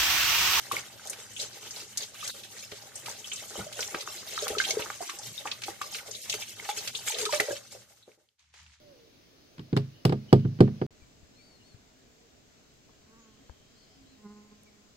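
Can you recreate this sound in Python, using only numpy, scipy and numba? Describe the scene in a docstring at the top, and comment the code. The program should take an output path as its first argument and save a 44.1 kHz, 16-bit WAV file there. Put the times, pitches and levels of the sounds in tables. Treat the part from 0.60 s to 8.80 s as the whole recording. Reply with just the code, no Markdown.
"""In a kitchen sink, tap water runs over a mushroom turned in the hands and falls into a bowl.
The jet sprays and the run-off patters, as showers of tiny chirps over noise; the bowl drums in low noise.
Gouts, lumps and drops are bursts of band noise; trapped bubbles are dying sines; sink and kitchen ring on.
The flow dies away, and a knife starts to slice a vegetable: grainy noise and snaps over a soft low thrum."""
import sys
import numpy as np
from scipy import signal
from scipy.fft import rfft, irfft, next_fast_len
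from scipy.io import wavfile
from scipy.ndimage import uniform_filter1d
from numba import njit

SR = 44100
rng = np.random.default_rng(int(sys.argv[2]) if len(sys.argv) > 2 else 0)


def log_audio(samples):
    """Write samples as a 16-bit WAV file to the path given in sys.argv[1]."""
    # one column per channel
    frames = np.atleast_2d(samples).T
    # limit to full scale, then quantise
    limited = np.clip(frames, -1, 1)
    pcm = np.round(limited * 32767).astype(np.int16)
    wavfile.write(sys.argv[1], SR, pcm)


N = 361619
TIME = np.arange(N) / SR
SPLAT_T60_S = 0.064  # decay of stray splashes and of a middling gout


def undb(db):
    """Decibels to gain."""
    return np.exp(np.asarray(db) * (np.log(10) / 20))


def unit(x):
    """Scale to rms 1."""
    return x / np.sqrt(np.mean(x ** 2) + 1e-18)


def curves(table):
    """The columns of a timed table, drawn as straight lines sample by sample."""
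    seconds, *columns = np.transpose(table)
    return [np.interp(TIME, seconds, column) for column in columns]


def fade(t, t60):
    """Exponential decay that loses 60 dB in t60 seconds."""
    return np.exp(-np.log(1000) * t / t60)


def gains(points, size):
    """A (Hz, dB) curve as gains on the bins of a transform, interpolated over log frequency."""
    hz, db = np.transpose(points)
    bin_hz = np.fft.rfftfreq(size, 1 / SR) + 1
    return undb(np.interp(np.log(bin_hz), np.log(hz), db))


def colour(x, points):
    """Equalise a sound with a (Hz, dB) curve."""
    size = next_fast_len(x.shape[-1] + 2048)
    return irfft(rfft(x, size) * gains(points, size), size)[..., :x.shape[-1]]


def octave_band(x, hz, octaves):
    """A smooth band round hz, its spread given in octaves, tilted down towards the treble."""
    f = np.fft.rfftfreq(x.shape[-1], 1 / SR) + 1
    bell = np.exp(-.5 * (np.log2(f / hz) / octaves) ** 2)
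    return irfft(rfft(x) * bell / np.sqrt(1 + f / hz), x.shape[-1])


def add(out, s, sound):
    """Mix a short sound in at s seconds."""
    i = int(np.clip(s * SR, 0, N - 1))
    out[..., i:i + sound.shape[-1]] += sound[..., :N - i]


def walk(rate):
    """Random drift with a spread near 1, heading for a new value rate times a second."""
    knots = rng.standard_normal(4096)
    return np.interp(TIME * rate, np.arange(len(knots)), knots)


def stereo(mid, side, width):
    """Left and right from a shared and an opposed part, at constant power."""
    return np.array([mid + width * side, mid - width * side]) / np.sqrt(1 + width ** 2)


@njit
def ring(out_size, start, hz, cycles, size, skew, glide):
    """Each grain is a dying sine that rises in pitch; its place shifts the phase between the two ears."""
    out = np.zeros((2, out_size))
    for k in range(len(start)):
        length = int(cycles[k] * SR / hz[k]) + 2
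        step = 2 * np.pi * hz[k] / SR
        pole = np.exp(1j * step - 6 / length)
        chirp = np.exp(1j * step * glide / length)
        z = size[k] + 0j
        ear = np.exp(1j * skew[k])
        for j in range(min(length, out_size - start[k])):
            z = z * pole
            pole = pole * chirp
            onset = min((j + 1) * step / 3, 1.)  # about half a cycle of fade-in
            out[0, start[k] + j] += onset * (z * ear.conjugate()).imag
            out[1, start[k] + j] += onset * (z * ear).imag
    return out


def grains(count, low_hz, high_hz, cycles, spread_db, glide=0.13):
    """A shower of chirps of random pitch, length and size; a positive spread makes few big ones."""
    when, pitch, life, big, place = rng.random((count, 5)).T
    hz = np.minimum(low_hz + (high_hz - low_hz) * pitch, SR / 3)
    size = undb(-spread_db * np.log(.025 + big)) * np.sqrt(hz)
    skew = (2 * place - 1) * np.minimum(hz / 3500, np.pi / 2)
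    start = (when * N).astype(np.int64)
    lengths = cycles * (0.19 + 4.5 * life)
    return unit(ring(N, start, hz, lengths, size, skew, float(glide)))


def burst(hz, octaves, t60, rough, rise_s):
    """A sudden cluster of tiny impacts: clumpy noise in a band round hz, wider in stereo when high."""
    t = np.arange(SR // 4) / SR
    mid, side = octave_band(rng.standard_normal((2, len(t))), hz, octaves)
    cluster = stereo(mid, side, min(hz / 4000, 1))
    # a gout carries a set amount of water, so its power is evened out before it is shaped
    power = uniform_filter1d(np.mean(cluster ** 2, axis=0), size=int(SR / hz * 4) + 150)
    cluster /= np.sqrt(power + 1e-12)
    clumps = np.exp(rough * unit(uniform_filter1d(rng.standard_normal(len(t)), size=70)))
    return cluster * clumps * (1 - np.exp(-t / rise_s)) * fade(t, t60)


def bursts(table, rough, rise_s):
    """Play bursts listed by start in seconds, level in dB, centre in Hz, octaves and t60 in seconds."""
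    out = np.zeros((2, N))
    for s, db, hz, octaves, t60 in table:
        add(out, s, undb(db) * burst(hz, octaves, t60, rough, rise_s))
    return out


def bubble(hz, cycles, glide=0.03, apart_hz=2900, swell_cycles=2.2):
    """A trapped bubble swells into its ring, sharpens as it rises and loses 60 dB in so many cycles."""
    t = np.arange(SR // 6) / SR
    t60 = cycles / hz
    pitch = hz * (1 + glide * (np.minimum(t / t60, 1) - .2))
    phase = 2 * np.pi * np.cumsum(pitch) / SR
    shape = fade(t, t60) * (1 - np.exp(-t * hz / swell_cycles))
    skew = np.array([[-1], [1]]) * min(hz / apart_hz, .5)  # high ones reach the ears more out of step
    return shape / shape.max() * np.sin(phase + skew)


def thrum(note_hz=77, rumble_db=-9, rumble_hz=105):
    """A soft low sine that wavers in pitch and strength, blurred by rumble."""
    # Swell of the thrum. Each row: time in seconds, level in dB.
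    thrum_level = [(7.77, -95), (7.81, -81), (7.87, -72), (7.98, -72), (8.025, -60), (8.11, -62),
                   (8.16, -76), (8.2, -65)]
    phase = 2 * np.pi * np.cumsum(note_hz * (1 + .05 * walk(25))) / SR
    note = np.sqrt(2) * np.sin(phase) * undb(walk(20))
    rumble = unit(octave_band(rng.standard_normal(N), rumble_hz, octaves=0.67))
    return (note + undb(rumble_db) * rumble) * undb(curves(thrum_level)[0])


def knife(slide_db=2):
    """The blade slides through wet flesh with a soft hiss, bursting cells, with a few sharper snaps."""
    # Strokes of the blade in the vegetable. Each row: time in seconds, crunch level in dB.
    cut_level = [(7.77, -101), (7.795, -64), (7.85, -69.5), (7.925, -72.5), (7.945, -57), (8.0, -56),
                 (8.05, -60.5), (8.1, -62.5), (8.135, -59), (8.2, -71)]
    # Tone of the crunch. Each row: frequency in Hz, gain in dB.
    crunch_tone = [(250, -19.5), (500, -25.5), (850, -6), (1400, -6), (2200, -1), (4000, -3), (7000, -5),
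                   (10000, -21.5), (14000, -30)]
    # Skin and fibres snapping. Each row: start in seconds, level in dB, centre in Hz, spread in octaves,
    # t60 in seconds.
    fibre_snaps = [(7.939, -54.5, 1820, 1.5, 0.099), (8.03, -54, 5100, 1.3, 0.017),
                   (8.063, -54, 2200, 0.8, 0.033)]
    cells = grains(count=24000, low_hz=283, high_hz=12800, cycles=2.0, spread_db=-1.0)
    slide = undb(slide_db) * rng.standard_normal((2, N))
    crunch = unit(colour(cells + slide, crunch_tone)) * undb(curves(cut_level)[0])
    return crunch + bursts(fibre_snaps, rough=0.2, rise_s=0.00022)


def thuds():
    """Lumps of water sound the hollow of the bowl as low bursts; knocks on the basin go deeper."""
    # Heavy lumps landing on the bowl. Each row: start in seconds, level in dB, centre in Hz.
    lumps = [(0.131, -35.5, 470), (0.826, -42.5, 560), (2.122, -39.5, 484), (2.481, -51, 450),
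             (3.192, -35.5, 560), (3.345, -34, 480), (3.901, -31.5, 440), (4.195, -36, 480),
             (4.409, -47.5, 330), (4.855, -46.5, 400), (5.084, -36.5, 390), (5.485, -42, 580),
             (5.739, -38, 500), (6.801, -27.5, 500), (6.886, -32, 520), (6.906, -34.5, 520),
             (7.15, -44, 520), (7.477, -46.5, 450), (7.576, -60.5, 480)]
    # Deep knocks on the basin. Each row: start in seconds, level in dB, centre in Hz, spread in octaves,
    # t60 in seconds.
    knocks = [(2.985, -39.5, 152, 0.6, 0.19), (3.9, -53, 70, 1.0, 0.4), (4.671, -53.5, 136, 0.32, 0.3)]
    octaves, t60_s = 0.48, 0.084
    rows = [(s, db, hz, octaves, t60_s) for s, db, hz in lumps]
    return bursts(rows + knocks, rough=0.25, rise_s=0.0003)


def gurgles(gain_db=-1.0, offshoot_db=-2):
    """A thick pour churns the pool: bubbles tumble round one hollow note, each shedding a higher one."""
    # Thick pours. 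Each row: start in seconds, length in seconds, bubble level in dB before gain_db,
    # centre pitch in Hz.
    pours = [(3.161, 0.055, -42.5, 607), (3.83, 0.15, -41.5, 510), (4.122, 0.12, -46, 490),
             (6.539, 0.12, -39.5, 476), (6.76, 0.11, -44, 564)]
    gap_s, scatter_octaves, scatter_db = .01, 0.098, 3  # between bubbles; spread of pitch and size
    life_cycles, offshoot_octaves = 19, 1.3
    out = np.zeros((2, N))
    for s, length, db, hz in pours:
        chance = rng.standard_normal((32, 4))
        for start, (late, pitch, big, split) in zip(np.arange(s, s + length, gap_s), chance):
            size = undb(db + gain_db + scatter_db * big)
            parent = bubble(hz * 2 ** (scatter_octaves * pitch), life_cycles)
            add(out, start + late * gap_s / 2, size * parent)
            offshoot = bubble(hz * 2 ** (offshoot_octaves + split / 2), 2 * life_cycles)
            add(out, start + (1 - late / 2) * gap_s, size * undb(offshoot_db) * offshoot)
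    return out


def plops(gain_db=2.5):
    """Single air bubbles trapped by the falling water ring out above the stream."""
    # Trapped bubbles. Each row: start in seconds, level in dB before gain_db, pitch in Hz,
    # cycles to lose 60 dB.
    trapped = [(0.114, -22.5, 1125, 24), (.1665, -23.5, 2200, 27), (1.6277, -36, 1213, 26),
               (2.482, -35, 890, 17), (3.0655, -37.5, 610, 26), (3.192, -33.5, 1480, 34),
               (3.7765, -33, 1330, 61), (3.8225, -36.5, 440, 18), (3.825, -33, 586, 21),
               (3.9305, -32.5, 610, 16), (3.951, -32.5, 1300, 50), (3.968, -33.5, 420, 11),
               (4.0005, -17.5, 1568, 33), (4.002, -27.5, 2110, 84), (4.104, -37, 633, 30),
               (4.107, -28, 2200, 62), (4.133, -42.5, 450, 13), (4.1695, -24, 449, 11),
               (4.194, -35, 940, 20), (4.4055, -32.5, 698, 27), (4.4932, -34, 1155, 30),
               (4.594, -44, 857, 34), (4.856, -35, 843, 37), (5.082, -32, 804, 16),
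               (5.2141, -27.5, 1168, 21), (5.403, -44, 1440, 35), (5.747, -49, 455, 28),
               (5.998, -33, 2110, 25), (6.0895, -27.5, 840, 54), (6.502, -36.5, 877, 38),
               (6.598, -38, 480, 35), (6.632, -35, 442, 9), (6.6625, -29.5, 1290, 37),
               (6.692, -31.5, 966, 30), (6.7295, -24, 595, 61), (6.799, -15.5, 1990, 37),
               (6.8845, -29, 576, 18), (6.906, -37, 1640, 90), (6.909, -27.5, 546, 15),
               (6.927, -31, 568, 18)]
    out = np.zeros((2, N))
    for s, db, hz, cycles in trapped:
        add(out, s, undb(db + gain_db) * bubble(hz, cycles))
    return out


def splats(middling_db=-30.5, halving_db=38.5, tap_octaves=0.41, tap_t60_s=0.013):
    """Gouts slap the bowl, a compact one hard and short, a loose one soft and long; single drops tap."""
    # Gouts hitting the bowl. Each row: start in seconds, level in dB, centre in Hz, spread in octaves.
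    gout_hits = [(0.113, -37, 1260, 1.7), (0.119, -26.5, 3480, 2.4), (.1665, -36, 2160, 0.71),
                 (0.185, -33.5, 1820, 0.81), (0.4718, -36.5, 6450, 0.69), (0.497, -28, 7900, 0.42),
                 (0.531, -36, 2280, 2.1), (.764, -34, 3000, 0.17), (0.7988, -29, 4070, 0.25),
                 (0.825, -32.5, 4540, 0.8), (1.108, -34.5, 5840, 0.3), (1.161, -36, 4560, 0.22),
                 (1.3733, -22, 6240, 0.58), (1.404, -35, 4500, 0.12), (1.431, -33.5, 4400, 0.47),
                 (1.676, -28.5, 5900, 0.7), (1.696, -31.5, 3950, 0.16), (1.8338, -40, 3480, 0.63),
                 (2.1164, -36.5, 2880, 0.91), (2.355, -33, 7300, 0.34), (2.4591, -33, 3450, 1.26),
                 (2.643, -36.5, 3100, 0.13), (2.717, -28, 2900, 0.23), (2.733, -28, 7100, 0.25),
                 (2.759, -34, 6040, 0.4), (3.007, -37, 1380, 0.11), (3.126, -37, 4030, 1.1),
                 (3.19, -41, 1880, 1.2), (3.205, -27, 5530, 0.37), (3.226, -30.5, 2980, 0.75),
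                 (3.345, -30, 1660, 1.4), (3.396, -40, 3550, .4), (3.4068, -31.5, 4340, 0.68),
                 (3.7877, -29.5, 3670, 0.16), (3.8217, -32.5, 5060, 0.51), (3.88, -26, 4500, 1.8),
                 (3.983, -22.5, 3900, 0.6), (4.009, -28, 3400, 0.88), (4.04, -31.5, 2400, 0.5),
                 (4.048, -24.5, 3300, 0.35), (4.106, -19.5, 5100, 0.51), (4.193, -35.5, 2120, 1.2),
                 (4.22, -30, 2970, 0.36), (4.258, -36, 1300, 0.33), (4.496, -30.5, 2820, 1.1),
                 (4.587, -34, 6400, 0.36), (4.778, -31, 3700, 0.041), (4.8545, -26.5, 1030, .4),
                 (4.872, -32, 2060, 0.54), (4.9137, -26.5, 3540, 0.56), (5.0186, -35.5, 2600, 1.5),
                 (5.0356, -29.5, 3500, 0.78), (5.08, -40, 1120, 0.28), (5.2155, -31.5, 2420, 1.7),
                 (5.346, -32.5, 2530, 0.67), (5.385, -37.5, 2400, 0.49), (5.51, -34.5, 6140, 0.42),
                 (5.548, -33, 3760, .2), (5.6965, -23, 4400, 0.71), (5.7254, -28, 2960, .35),
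                 (5.739, -27, 3100, 1.9), (5.821, -33.5, 2900, 0.38), (6.05, -38.5, 1920, 0.63),
                 (6.089, -29, 1020, 1.8), (6.275, -25.5, 3900, 0.85), (6.35, -26, 3420, 0.26),
                 (6.4758, -28.5, 2420, 0.98), (6.5208, -31, 2600, 0.35), (6.5442, -29.5, 3680, 0.36),
                 (6.585, -26, 4640, 0.82), (6.653, -23, 4340, 0.82), (6.724, -25, 2160, 1.4),
                 (6.735, -25, 1540, 0.84), (6.8008, -19.5, 2740, 1.75), (6.917, -36, 6700, 0.55),
                 (7.119, -44, 7200, 0.6), (7.426, -55, 3840, 0.11)]
    # Fat drops tapping the bare bowl. Each row: start in seconds, level in dB, centre in Hz.
    drop_taps = [(0.457, -32.5, 700), (1.03, -37.5, 965), (1.168, -40, 790), (2.954, -28, 1000),
                 (3.2762, -24, 6360), (3.3446, -18, 1320), (3.475, -24.5, 1130), (3.777, -20, 1350),
                 (3.8686, -20, 1020), (4.3022, -20.5, 1260), (5.216, -30, 1170), (6.112, -30.5, 2750),
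                 (6.8845, -27.5, 640), (7.378, -58, 1100), (7.517, -51, 2390), (7.688, -56, 3500)]
    rows = []
    for s, db, hz, octaves in gout_hits:
        t60 = SPLAT_T60_S * 2 ** ((middling_db - db) / halving_db)  # halves with every halving_db more
        rows.append((s, db, hz, octaves, t60))
    for s, db, hz in drop_taps:
        rows.append((s, db, hz, tap_octaves, tap_t60_s))
    return bursts(rows, rough=.2, rise_s=.0005)


def spatter(count, low_hz=2700, high_hz=9500, octaves=0.16, spread_db=3):
    """Stray small splashes at random times, each a brief spit of its own pitch."""
    rows = []
    for when, pitch, big in rng.random((count, 3)):
        db = -spread_db * np.log(0.15 + big)
        rows.append((when * N / SR, db, low_hz + pitch * (high_hz - low_hz), octaves, SPLAT_T60_S))
    return bursts(rows, rough=.2, rise_s=.003)


def spills(rise_s=0.024, fall_s=0.03):
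    """Power of spray and run-off from spilling handfuls: each gathers quickly and drains a bit slower."""
    # Handfuls that spill off the mushroom and swell the stream. Each row: time of the height in seconds,
    # spray in dB, run-off in dB, both before the stream's trims.
    handfuls = [(0.166, -38, -40), (.82, -39.5, -48.5), (1.09, -42.5, -48.5), (1.423, -37.5, -49),
                (1.62, -39, -49), (1.71, -40.5, -45.5), (2.487, -42, -41), (3.0, -42, -41),
                (3.209, -31.5, -47), (4.03, -36.5, -51), (4.447, -39.5, -40), (4.777, -39.5, -66),
                (4.899, -42.5, -43.5), (5.092, -39.5, -45), (5.356, -38, -56), (5.53, -42, -64),
                (5.733, -35.5, -43), (6.07, -39, -51), (6.23, -35, -41.5), (6.62, -34, -57),
                (6.82, -36, -52), (6.91, -39.5, -43), (7.13, -43.5, -53)]
    power = np.zeros((2, N))
    t = np.arange(-SR // 5, SR // 3) / SR
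    shape = np.exp(-(t / np.where(t < 0, rise_s, fall_s)) ** 2 / 2)
    for s, spray_db, runoff_db in handfuls:
        power += undb([[spray_db], [runoff_db]]) ** 2 * np.interp(TIME, s + t, shape)
    return power


def flow(spray_db=-1, runoff_db=-1):
    """Levels of spray, patter and drumming in dB: the steady stream plus the spills."""
    # The steady stream, heaviest when the hands let it straight through. Each row: time in seconds,
    # spray in dB, run-off in dB, both before the trims.
    steady = [(0.0, -39, -46.5), (0.35, -42.5, -48), (1.6, -43.5, -52), (2.0, -43, -52), (2.28, -46, -51),
              (2.7, -39, -49), (3.25, -43, -44), (3.6, -38.5, -46.5), (3.85, -33, -39), (4.15, -36.5, -38),
              (4.4, -42, -49.5), (5.45, -45.5, -49), (5.8, -38.5, -47.5), (6.38, -41, -47),
              (6.52, -31, -42), (6.85, -37.5, -47.5), (7.0, -49, -53.5), (7.2, -49, -56.5),
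              (7.63, -66, -71.5), (7.72, -75.5, -82), (7.85, -84.5, -105)]
    # the drumming follows the run-off but grows far less (dB per dB); below a trickle both fade together
    drum_db, drum_growth, trickle_db = -59.5, 0.37, -53
    steady_spray, steady_runoff = curves(steady)
    steady_power = undb([steady_spray + spray_db, steady_runoff + runoff_db]) ** 2
    spray, runoff = 10 * np.log10(steady_power + spills())
    above = runoff - trickle_db
    return spray, runoff, drum_db + np.minimum(above, drum_growth * above)


def wander(x, centres, db, rate):
    """Neighbouring bands swell and sink on their own as the water shifts about."""
    size = next_fast_len(N)
    spectrum = rfft(x, size)
    pitch = np.log(np.fft.rfftfreq(size, 1 / SR) + 1)
    out = np.zeros((2, N))
    for row in np.eye(len(centres)):
        share = np.interp(pitch, np.log(centres), row)
        out += irfft(spectrum * share, size)[:, :N] * undb(db * walk(rate))
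    return out


def stream(spray_db=-4, patter_db=-5, drum_db=-2, mist_db=-2, rush_db=-3, spatter_db=-2,
           flutter_db=3.0, flurry_db=3.5, trickle_spray_db=-49):
    """The jet breaks into fine spray on the hands, only hissing when weak; run-off patters and drums."""
    # Tone of the fine spray, the falling run-off and the drumming bowl.
    # Each row: frequency in Hz, gain in dB.
    spray_tone = [(300, -32.5), (900, -8.5), (1800, -12.5), (2900, -2), (4800, -2.5), (6600, -0.5),
                  (8200, -3.5), (11000, -12), (14500, -10)]
    patter_tone = [(50, -20.5), (150, -7.5), (300, -2), (480, 1.5), (640, 6), (1200, -0.5), (2100, 1),
                   (3200, -33), (6000, -32.5)]
    drum_tone = [(20, -17), (45, -10.5), (85, -5.5), (122, 3.5), (155, -10), (215, -1.5), (300, -3.5),
                 (500, -22)]
    spray_level, patter_level, drum_level = flow()
    flutter = flutter_db * walk(40)  # the stream necks and breaks unevenly
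    mist, rush = rng.standard_normal((2, 2, N))  # drops too small and too many to hear singly

    droplets = grains(count=30000, low_hz=1545, high_hz=14070, cycles=40, spread_db=4.0)
    breakup = 1 / (1 + undb(trickle_spray_db - spray_level) ** 2)  # 1 in full flow, 0 in a trickle
    flurries = undb(flurry_db * walk(28))  # droplets fly off in clumps
    hiss = np.sqrt(2 - breakup) * undb(mist_db) * mist
    spray = unit(colour(breakup * flurries * droplets + hiss, spray_tone))
    spray += undb(spatter_db) * breakup * spatter(count=120)

    drops = grains(count=10000, low_hz=284, high_hz=3516, cycles=4, spread_db=3.8)
    patter = unit(colour(drops + undb(rush_db) * stereo(*rush, width=1.0), patter_tone))
    drum = unit(colour(stereo(*rng.standard_normal((2, N)), width=0.67), drum_tone))

    water = spray * undb(spray_level + spray_db) + patter * undb(patter_level + patter_db)
    water = wander(water, np.geomspace(500, 12000, 8), db=2.5, rate=30)
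    return water * undb(flutter) + drum * undb(drum_level + drum_db)


def hollow(x):
    """Echoes from the basin's wall cancel narrow bands of every splash."""
    # Bands that the basin swallows. Each row: centre in Hz, width in Hz, gain at the centre in dB.
    swallowed = [(382, 67, -4.5), (721, 110, -11), (1000, 260, -6.5), (1735, 290, -3)]
    for hz, width, db in swallowed:
        x = x + (undb(db) - 1) * signal.lfilter(*signal.iirpeak(hz, hz / width, fs=SR), x)
    return x


def sink(x, ring_db=-1.5):
    """The modes of sink and bowl, with a few steady bubble tones, ring on as dying sines after every impact."""
    # Rings after each impact: modes of sink and bowl, and from 850 to 1604 Hz the steady ring of bubbles. Each
    # row: pitch in Hz, t60 in seconds, resonant gain in dB before ring_db.
    modes = [(123, .35, -4), (208, .2, -3), (435, .13, -3), (475, .13, -2), (570, .14, -3), (612, .15, 1),
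             (850, .08, -6), (1165, .05, -8), (1604, .05, -6), (2368, .05, -4), (2681, .05, -3),
             (3250, .06, -2), (3914, .06, -2), (4408, .07, 0), (5385, .07, -1), (6706, .04, -1)]
    t = np.arange(SR // 2) / SR
    response = np.zeros(len(t))
    for hz, t60, db in modes:
        level = undb(db) * 2 * np.log(1000) / (t60 * SR)  # so that a long ring is no louder at its pitch
        response += level * fade(t, t60) * np.sin(2 * np.pi * hz * t)
    return undb(ring_db) * signal.fftconvolve(x.mean(axis=0), response)[:N]


def reflections(x, t60, delay_s, db):
    """Dense echoes as dying noise; the bass reaches both ears nearly alike, the middle range does not."""
    t = np.arange(SR // 2) / SR
    mid, side = rng.standard_normal((2, len(t)))
    side = colour(side, [(200, -17.5), (700, 10.0), (2000, -1.0)])
    response = stereo(mid, side, 0.7) * fade(t, t60) * (t > delay_s)
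    response /= np.sqrt(np.sum(response ** 2) / 2)
    return undb(db) * signal.fftconvolve(x, response, axes=1)[:, :N]


def thin_out(x):
    """In a lull one band of the low or middle range dips briefly."""
    # Lulls. Each row: centre in seconds, dip in dB, half length in seconds, band from Hz, band to Hz.
    lulls = [(1.727, -22, 0.014, 300, 2570), (3.406, -22, .013, 30, 380), (4.484, -31, 0.034, 30, 230),
             (4.49, -25, 0.031, 400, 660), (5.602, -20, 0.04, 696, 1680), (5.627, -13, 0.01, 30, 3060),
             (6.104, -18, 0.03, 30, 397), (6.325, -17, 0.01, 500, 2200), (6.527, -22.5, 0.026, 30, 365),
             (6.712, -5.5, 0.015, 30, 330), (6.868, -26.5, 0.018, 30, 330)]
    out = x.copy()
    for s, db, half_s, low_hz, high_hz in lulls:
        near = np.abs(TIME - s) < 3 * half_s
        band_pass = signal.butter(4, [low_hz, high_hz], "band", fs=SR, output="sos")
        band = signal.sosfiltfilt(band_pass, out)[:, near]
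        depth = np.exp(-((TIME[near] - s) / half_s) ** 4 / 2)
        out[:, near] += band * (undb(db * depth) - 1)
    return out


def scene(bubble_coupling_db=-2.5):
    """Water in the sink, echoed by its walls and the kitchen, then the knife and the thrum."""
    impacts = hollow(stream() + splats() + thuds())
    bubbles = gurgles() + plops()
    shaking = impacts + undb(bubble_coupling_db) * bubbles  # bubbles shake the bowl less than impacts do
    water = impacts + bubbles + sink(shaking)
    basin = reflections(water, t60=.05, delay_s=.002, db=-10)
    kitchen = reflections(water, t60=0.22, delay_s=0.012, db=-13)
    return thin_out(water + basin + kitchen) + knife() + thrum()


def record(dry, left_lag_s=.00003, low_cut_hz=47, top_hz=14200):
    """Two ports of different colour, the left a little further away; deepest bass and top are cut."""
    # Colour of the two microphone ports. 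Each row: frequency in Hz, left minus right in dB.
    port_colour = [(150, 1.5), (450, 0.5), (850, -2.5), (1220, 3), (1550, -6), (1850, 2), (2250, -5),
                   (3400, -0.5), (5000, -0.5), (6300, 5), (8000, 0), (12000, -2)]
    size = next_fast_len(N + 2048)
    tilt = np.sqrt(gains(port_colour, size))  # half the difference goes to each side
    lag = np.exp(-2j * np.pi * np.fft.rfftfreq(size, 1 / SR) * left_lag_s)
    ports = irfft(rfft(dry, size) * np.array([tilt * lag, 1 / tilt]), size)[:, :N]
    ports = signal.sosfilt(signal.butter(2, low_cut_hz, "high", fs=SR, output="sos"), ports)
    return signal.sosfilt(signal.ellip(10, .2, 70, top_hz, fs=SR, output="sos"), ports)


dry = scene()
out = record(dry)
log_audio(out)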